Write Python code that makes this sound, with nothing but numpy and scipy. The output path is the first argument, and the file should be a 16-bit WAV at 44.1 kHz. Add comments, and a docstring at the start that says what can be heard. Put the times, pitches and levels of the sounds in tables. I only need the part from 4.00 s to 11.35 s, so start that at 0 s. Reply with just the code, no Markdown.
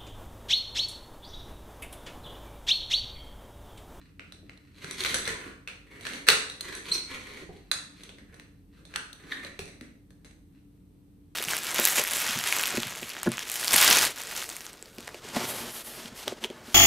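"""A live, hard-floored room, where a hollow animal built of plastic bottles is turned on a wooden table.
Its thin walls buckle in the grip with clicks and crinkles, and soft knocks sound the air inside.
Its feet scrape on the wood and give tiny squeaks; fingers and a paintbrush tick faintly.
Underneath lies a bed of low room rumble and faint hum."""
import sys
import numpy as np
from scipy import signal
from scipy.fft import rfft, irfft, next_fast_len
from scipy.io import wavfile
from scipy.ndimage import uniform_filter1d, map_coordinates

SR = 44100
rng = np.random.default_rng(int(sys.argv[2]) if len(sys.argv) > 2 else 0)


def master(y):
    """Save y as 16-bit WAV."""
    cut = np.clip(np.atleast_2d(y).T, -1, 1)
    pcm = np.round(cut * 32767)  # scale
    wavfile.write(sys.argv[1], SR, pcm.astype(np.int16))


N = 324135

# room tone (frequency [Hz], level [dB])
RUMBLE_EQ = [(13, -42), (22, -24.5), (86, -8), (120, -13), (195, -10), (250, -19.5), (286, -8), (347, -24),
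             (455, -25), (567, -35.5), (1780, -46), (1990, -45), (8690, -50), (13800, -42.5),
             (15000, -60.5)]
# hum partials (frequency [Hz], level [dB])
HUM_PARTIALS = [(49, -63), (87, -68), (290, -67)]
# fader ride of the fidgeting fingers and brush (time [s], level [dB])
FIDGET_RIDE = [(0, -59), (0.13, -84), (0.3, -63), (0.7, -59), (1.6, -75), (4.3, -69), (4.6, -82),
               (5.1, -65.5), (5.8, -65), (6.0, -86), (6.3, -73.5), (6.5, -88), (7.3, -91.5)]
# sharp contacts and wall snaps
# (time [s], strength [dB], brightness [dB], panel pitch [Hz], room send [dB])
CLICK_CUES = [(0.195, -48, -37, 2020, 2.5), (0.322, -51, -1.5, 3820, 1.5), (0.495, -50, -16, 2100, -0.5),
              (0.575, -65.5, 3, 4000, -10), (0.844, -45, -1.5, 1570, 1.5), (0.91, -44, 8.5, 2010, 0.5),
              (1.005, -37.5, -0.5, 4140, -20), (1.0368, -40, 6, 3500, -13), (1.0481, -32.5, -6, 1930, 4.5),
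              (1.0619, -42, 6.5, 4090, -3), (1.143, -35.5, 9.5, 1670, 5), (1.2537, -43, 0, 3700, 6),
              (1.2759, -36.5, 2.5, 1880, 3.5), (1.6745, -42.5, -9, 2500, 7.5), (2.009, -56, 5, 2230, 5),
              (2.052, -43.5, -4, 1730, 7.5), (2.0672, -40, -0.5, 1730, 1.5), (2.134, -47.5, 3, 2650, 5.5),
              (2.268, -44.5, 0, 1740, 13.5), (2.2761, -41.5, -5, 2720, 19.5),
              (2.2861, -12, -3.5, 2880, -1.5), (2.3008, -20.5, -6, 3800, 2), (2.4988, -45, 1.5, 3930, 2.5),
              (2.608, -42.5, 6.5, 4130, -2), (2.751, -53, 16, 2090, 2), (3.7145, -27.5, 0, 4080, 2),
              (4.0344, -57.5, 11.5, 3220, -1.5), (4.0917, -50.5, -7, 3450, 4.5),
              (4.184, -59, -5.5, 2070, 6), (4.342, -62, 3.5, 1710, 3.5), (4.397, -54, -1.5, 1870, -0.5),
              (4.852, -58, 0, 3666, 5.5), (4.939, -47, -10, 1580, 5), (4.9592, -33.5, 1.5, 1580, -3),
              (5.1293, -55.5, 8.5, 3830, -1.5), (5.4473, -45, -3.5, 3950, 1.5),
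              (5.591, -42.5, -0.5, 2420, 4), (5.655, -65.5, 14, 2540, -2), (5.6775, -58, 1, 2140, 8.5),
              (5.81, -51, -3, 1980, 2), (6.105, -66.5, 2.5, 1710, 1.5), (6.2463, -61.5, 2.5, 2100, 8),
              (6.31, -67, 3, 2100, 1)]
# the bottles' resonances in four bands, low to high (frequency [Hz], width [Hz], level [dB])
HOLLOW_MODES = [(270, 49, -2.5), (470, 500, -1)]
WALL_MODES = [(1420, 530, -8), (1733, 1000, 1.5), (2200, 1500, 1.5), (2650, 800, 0)]
SNAP_MODES = [(3475, 1900, -2), (3963, 220, 0.94)]
FIZZ_MODES = [(6060, 390, 7.5), (8170, 360, 0.5), (9930, 1600, 0.5), (14500, 600, 5)]
# narrow shell resonances that linger after a heavy blow (frequency [Hz], boost at full shell ring [dB])
SHELL_MODES = [(388, 4.5), (1723, 0), (1809, 4), (1981, 9.5), (2659, -1), (2724, -3), (2789, 3), (3413, 7),
               (3596, 11.5), (3951, 2), (4081, -7), (4177, -3.5), (4264, -11.5), (8247, 1)]
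# dull knocks of the body on the table (time [s], level [dB], settled pitch [Hz], thud re air tone [dB])
BUMP_CUES = [(0.43, -41.5, 280, -15), (0.842, -39, 392, -5), (1.144, -29, 500, -12), (1.276, -29, 443, -10),
             (2.288, -19.5, 416, -14.5), (3.423, -35, 301, -11), (3.491, -34, 368, -5),
             (4.214, -41, 206, -10.5), (5.24, -43, 270, -9), (5.448, -39.5, 528, -21),
             (5.592, -30, 377.4, -5.5), (5.814, -35, 242, -17)]
# foot drags, finger rubs (start [s], length [s], friction [dB], hiss re friction [dB], scuff pitch [Hz])
STROKE_CUES = [(0.776, 0.022, -61.5, 0, 2330), (0.825, .12, -51.5, -2, 2166), (1.001, .11, -41, 4, 2032),
               (1.135, .06, -46, 2, 1846), (1.275, .025, -38, -5.5, 1998), (1.402, .08, -49, -13.5, 1604),
               (1.898, .1, -56.5, -10, 2000), (2.052, 0.12, -48, -2, 2103), (2.643, .125, -46, -4, 1830),
               (2.866, 0.11, -47, 1.5, 2386), (3.11, 0.039, -42.5, -6.5, 2200),
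               (3.211, .2, -52.5, -3.5, 2055), (3.532, .04, -67, 2, 1998), (3.978, .09, -64.5, 2.5, 2259),
               (4.308, 0.055, -62, -15.5, 1796), (4.776, .02, -66.5, -5, 1500),
               (4.922, .025, -56.5, -7, 1533), (5.208, .08, -59.5, -8, 1723),
               (5.316, 0.021, -45.5, -4.5, 1898), (5.37, 0.043, -53, -15, 1892),
               (5.433, 0.031, -49, -10, 1920)]
# a stroke's three layers: midrange scrape, top hiss, cavity drone (frequency [Hz], level [dB])
SCRAPE_EQ = [(600, -29.5), (1000, -2.5), (1500, -1), (2300, 1.5), (3000, -6), (3800, -26.5)]
HISS_EQ = [(2400, -23.5), (3200, -0.5), (4200, 3.5), (5200, -9.5), (6400, -5.5), (8400, -20), (11000, -12),
           (14500, -22)]
CAVITY_EQ = [(95, -15.5), (150, -11.5), (280, 0.5), (400, 1), (520, -6), (750, -16), (1200, -37)]
# tiny plastic squeaks and one knock's brief pitched ring (peak time [s], fade time [s], pitch [Hz],
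# glide [octaves per fade time], level [dB], overtone [dB], roughness [factor])
SQUEAK_AND_RING_CUES = [(1.357, 0.011, 1000, -0.013, -55, -15, 0.13),
                        (2.9227, 0.0032, 4186, 0.045, -23, -20, 0.1),
                        (2.943, 0.0098, 5620, 0.0035, -39.5, -7.5, 0.64),
                        (3.505, 0.0085, 740, -0.061, -60, -26, 1.23),
                        (4.96, 0.0012, 1497, 0.00013, -35.5, -0.5, 0.86),
                        (5.323, 0.002, 1924, -0.037, -32, -5.5, 0.52)]
# reverb decay (frequency [Hz], time to fall 60 dB [s])
ROOM_T60 = [(100, 0.45), (500, 0.64), (1400, 0.53), (3700, 0.48), (9000, 0.46), (15000, 0.27)]
# reverb colour (frequency [Hz], level [dB])
ROOM_EQ = [(100, 9), (400, 2), (750, 1), (1500, 0), (4000, -2.5), (8000, 3.5), (14000, -2.5)]
# stereo image of the room (frequency [Hz], left-right correlation [-1 to 1])
STEREO_LIKENESS = [(60, 0.86), (240, 0.89), (480, 0.61), (950, 0.07), (1900, -.05), (3800, 0.2),
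                   (15000, -0.4)]
# colour of the microphone port (frequency [Hz], level [dB])
MIC_EQ = [(4350, -1.5), (5000, -4.5), (5700, -3), (6500, -3), (7250, -6.5), (8200, 4), (9200, -2),
          (10700, 0), (11950, -16), (13000, 2), (14100, -5.5), (15100, -25)]

MIDDLING_CLICK_DB, MIDDLING_STROKE_DB = -46.5, -50.5


def amp(db):
    """Decibels to gain."""
    return 10 ** (np.asarray(db) / 20)


def unit(x):
    """Scale to rms 1."""
    return x / np.sqrt(np.mean(x ** 2) + 1e-20)


def along(points, hz):
    """Read (Hz, value) points on a log frequency axis."""
    freqs, values = np.transpose(points)
    return np.interp(np.log(hz + 1), np.log(freqs + 1), values)


def wobble(rate):
    """A smooth random curve, rate knots a second."""
    knots = rng.standard_normal(int(N * rate / SR) + 4)
    return map_coordinates(knots, [np.arange(N) * rate / SR])


def filtered(x, response):
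    """Pass x through a complex frequency response."""
    n = x.shape[-1]
    padded = next_fast_len(n + 4096)
    return irfft(rfft(x, padded) * response(np.fft.rfftfreq(padded, 1 / SR)), padded)[..., :n]


def eq(x, curve):
    """Shape x with a curve of (Hz, dB) points."""
    return filtered(x, lambda hz: amp(along(curve, hz)))


def bell(hz, centre_hz, width_hz, db):
    """Gain of a bell boost on a flat response."""
    return amp(db / (1 + (2 * (hz - centre_hz) / width_hz) ** 2))


def resonate(x, modes):
    """Ring x through parallel steep-sided resonances."""
    def band(f, hz, width):
        return (1j * f * width / (hz * hz - f * f + 1j * f * width)) ** 2
    return filtered(x, lambda f: sum(amp(db) * band(f, hz, width) for hz, width, db in modes))


def add(track, time, sound):
    """Mix a sound in at a time in seconds."""
    start = max(round(time * SR), 0)
    part = sound[..., :max(N - start, 0)]
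    track[..., start:start + part.shape[-1]] += part


def diffuse(pair):
    """Two unrelated signals as two close microphones hear them: alike in the bass only."""
    def mid_side_gains(hz):
        angle = np.arccos(np.clip(along(STEREO_LIKENESS, hz), -1, 1)) / 2
        return np.array([np.cos(angle), np.sin(angle)])
    mid, side = filtered(pair, mid_side_gains)
    return np.array([mid + side, mid - side])


def room_tail(shell=0, build_s=0.00033, sparse=.4, merge_s=0.029, width_hz=28):
    """Early reflections merge into a smooth decay; shell (0-1) lets the bottles ring along."""
    t = np.arange(SR * 2 // 3) / SR
    echoes = rng.standard_normal((2, len(t)))
    if shell > 0:
        echoes = filtered(echoes, lambda f: np.prod(
            [bell(f, hz, width_hz, shell * db) for hz, db in SHELL_MODES], axis=0))
    spread = sparse * np.exp(-t / merge_s)
    flutter = np.interp(t, t[::64], rng.standard_normal(len(t[::64])))
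    echoes *= np.exp(spread * flutter - spread ** 2)
    hz, when, spectrum = signal.stft(echoes, SR, nperseg=256)
    decay = amp(-60 * when / along(ROOM_T60, hz)[:, None])
    tail = signal.istft(spectrum * decay, SR, nperseg=256)[1][:, :len(t)]
    tail *= 1 - np.exp(-(t / build_s) ** 2)
    return diffuse(eq(tail / np.linalg.norm(tail[0]), ROOM_EQ))


def in_room(sound, tail, wet_db):
    """A centred mono sound followed by the room's stereo answer."""
    out = amp(wet_db) * signal.fftconvolve(sound[None], tail, axes=1)
    out[:, :len(sound)] += sound
    return out


def room_tone(rumble_db=-55):
    """The bed: steady low rumble and a slightly wavering hum."""
    t = np.arange(N) / SR
    rumble = unit(diffuse(eq(rng.standard_normal((2, N)), RUMBLE_EQ)))
    hum = np.zeros(N)
    for hz, db in HUM_PARTIALS:
        gain = np.sqrt(2) * amp(db + 1.5 * wobble(4))
        hum += gain * np.sin(2 * np.pi * hz * t + 1.2 * wobble(7))
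    return amp(rumble_db) * rumble + hum


def slips(rate, scatter_db, clump_db=4, steady_s=0.043):
    """Tiny releases of friction come in uneven clumps, while the pull of the hand stays steady."""
    sizes = amp(scatter_db * np.clip(rng.standard_normal(N), -2, 2) + clump_db * wobble(70))
    train = (rng.random(N) < rate / SR) * sizes * rng.choice([-1, 1], N)
    power = np.abs(uniform_filter1d(train ** 2, int(steady_s * SR)))
    return train / np.sqrt(power + 1e-6)


def fidgeting(tail):
    """Fingertips and brush tick and rustle faintly on the plastic."""
    ride = amp(np.interp(np.arange(N) / SR, *np.transpose(FIDGET_RIDE)))
    touches = slips(rate=1000, scatter_db=6.0) * amp(8.5 * wobble(12))
    ticks = ride * unit(resonate(touches, WALL_MODES + SNAP_MODES))
    return in_room(ticks, tail, wet_db=2)[:, :N]


def crackle(t, peak_s=0.00076, flatness=0.75):
    """A split-second burst of tiny buckles with a nearly flat spectrum, as a mid and side pair."""
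    swell = t / peak_s * np.exp(-t / peak_s)
    force = rng.standard_normal((2, len(t)))
    for _ in range(2):
        spectrum = rfft(force * swell)
        force = irfft(spectrum / (np.abs(spectrum) + 1e-9) ** flatness, len(t))
    return force / np.std(force, axis=1, keepdims=True)


def detuned(modes, scatter=.035):
    """No two spots on the bottles ring quite alike: each resonance shifts a little."""
    return [(hz * np.exp(scatter * rng.standard_normal()), width, db) for hz, width, db in modes]


def click_bands(db, bright_db, panel_hz, large_panel_hz=2000, hollow_db=-60.5, snap_db=-5, fizz_db=-8):
    """Balance of a click: stiff panels snap, hard contacts fizz, strong ones sound the hollow."""
    stiff_db = 5 * np.clip(np.log2(panel_hz / large_panel_hz), 0, 1)  # an octave up is small and stiff
    return ((HOLLOW_MODES, hollow_db + 0.56 * (db - MIDDLING_CLICK_DB)),
            (WALL_MODES, db - stiff_db),
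            (SNAP_MODES, db + snap_db + stiff_db + .6 * bright_db),
            (FIZZ_MODES, db + fizz_db + bright_db))


def clicks(tails, stereo_width=0.71, panel_db=10, light_focus=0.082, panel_width=0.19, trim_db=0.5):
    """A wall buckles or a foot lands and rings one panel; the heaviest hit rings the whole shell."""
    out, t = np.zeros((2, N)), np.arange(SR // 40) / SR
    heaviest = np.argmax([cue[1] for cue in CLICK_CUES])
    shell_tail = room_tail(shell=0.86)
    for i, (time, db, bright_db, hz, wet_db) in enumerate(CLICK_CUES):
        boost_db = panel_db + light_focus * (MIDDLING_CLICK_DB - db)  # light taps favour their own panel
        force = filtered(crackle(t), lambda f: bell(f, hz, panel_width * hz, boost_db))
        mid, side = sum(amp(level + trim_db) * unit(resonate(force, detuned(modes)))
                        for modes, level in click_bands(db, bright_db, hz))
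        tail = shell_tail if i == heaviest else tails[i % len(tails)]
        add(out, time, in_room(mid, tail, wet_db))
        add(out, time, stereo_width * np.array([side, -side]))  # the curved wall radiates unevenly
    return out


def bumps(tails, t60=0.06, attack_s=.001, table_hz=165, floor_hz=85, floor_db=-4,
          upper_ratio=1.8, upper_db=-12, bend=.2, relax_s=0.0059, push_db=-8, push_s=0.0014):
    """Soft blows thud on the table and sound the bottles' air, its pitch sinking as the dent relaxes."""
    out, t = np.zeros((2, N)), np.arange(SR // 6) / SR
    for i, (time, db, hz, thud_db) in enumerate(BUMP_CUES):
        pitch = hz * (1 + bend * np.exp(-t / relax_s))
        phase = 2 * np.pi * np.cumsum(pitch) / SR
        air = np.sin(phase) + amp(upper_db) * np.sin(upper_ratio * phase)
        thud = np.sin(2 * np.pi * table_hz * t) + amp(floor_db) * np.sin(2 * np.pi * floor_hz * t)
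        ring = (air + amp(thud_db) * thud) * amp(-60 * t / t60)
        push = amp(push_db) * (1 - t / push_s) * np.exp(-t / push_s)
        blow = amp(db) * (ring + push) * (1 - np.exp(-t / attack_s))
        add(out, time, in_room(blow, tails[i % len(tails)], wet_db=-4))
    return out


def stroke_controls(attack_s=0.051, release_s=0.046, middling_drone_db=-58, drone_follow=0.59):
    """Each stroke swells, holds and fades: gains of friction, hiss and drone, and the scuff pitch."""
    t = np.arange(0, N, 32) / SR
    start, length, db, hiss_db, hz = np.transpose(STROKE_CUES)[:, :, None]
    fade = np.maximum(start - t, 0) / attack_s + np.maximum(t - start - length, 0) / release_s
    envelope = amp(-20 * fade) + 1e-9
    drone_db = middling_drone_db + drone_follow * (db - MIDDLING_STROKE_DB)
    gains = [np.linalg.norm(envelope * amp(level), axis=0) for level in (db, db + hiss_db, drone_db)]
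    pitch = np.sum(envelope * hz, axis=0) / np.sum(envelope, axis=0)
    return [np.interp(np.arange(N) / SR, t, control) for control in gains + [pitch]]


def scuff(grains, centre_hz, width_octaves=0.25, boost_db=8):
    """The rubbed patch of wall favours a pitch that moves with the contact."""
    hz, when, spectrum = signal.stft(eq(grains, SCRAPE_EQ), SR, nperseg=256)
    octaves = np.log2((hz[:, None] + 1) / np.interp(when, np.arange(N) / SR, centre_hz))
    sweep = amp(boost_db * np.exp(-(octaves / width_octaves) ** 2))
    return unit(signal.istft(spectrum * sweep, SR, nperseg=256)[1][:N])


def scraping(tails):
    """Feet drag over the wood and fingers rub the plastic: slips excite the walls and the cavity."""
    friction, hiss, drone, centre_hz = stroke_controls()
    grains = slips(rate=1300, scatter_db=4.5)
    rub = friction * scuff(grains, centre_hz)
    rub += hiss * unit(eq(grains, HISS_EQ))
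    rub += drone * unit(eq(grains, CAVITY_EQ))
    out, piece = np.zeros((2, N)), SR // 2
    for i, start in enumerate(range(0, N, piece)):  # the echoes change as the body turns
        add(out, start / SR, in_room(rub[start:start + piece], tails[i % len(tails)], wet_db=3))
    return out


def squeaks_and_ring(trim_db=8.5):
    """Tiny plastic squeaks and one knock's brief pitched ring: short tones with one overtone."""
    out, t = np.zeros((2, N)), np.arange(-SR // 40, SR // 40) / SR
    for time, fade_s, hz, glide, db, overtone_db, rough in SQUEAK_AND_RING_CUES:
        jitter = unit(uniform_filter1d(rng.standard_normal(len(t)), size=20))
        octaves = 2 * glide * np.tanh(t / fade_s / 2)
        pitch = hz * 2 ** octaves * (1 + 0.17 * rough * jitter)
        phase = 2 * np.pi * np.cumsum(pitch) / SR
        tone = np.sin(phase) + amp(overtone_db) * np.sin(2 * phase)
        blip = tone * amp(db + trim_db) / np.cosh(t / fade_s)
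        add(out, time + t[0], in_room(blip, room_tail(), wet_db=1))
    return out


def scene():
    """The handling sits a touch right of centre, over the room tone."""
    tails = [room_tail() for _ in range(15)]  # each part of the animal meets the room differently
    handling = clicks(tails) + bumps(tails) + squeaks_and_ring() + scraping(tails) + fidgeting(tails[0])
    return handling * amp([[-.4], [.4]]) + room_tone()


def record(dry, ceiling=1.1, top_hz=15703):
    """The loudest crack clips; microphone colour and a brick-wall high cut follow."""
    clipped = np.clip(dry, -ceiling, ceiling)
    return filtered(eq(clipped, MIC_EQ), lambda hz: hz < top_hz)


dry = scene()
out = record(dry)
master(out)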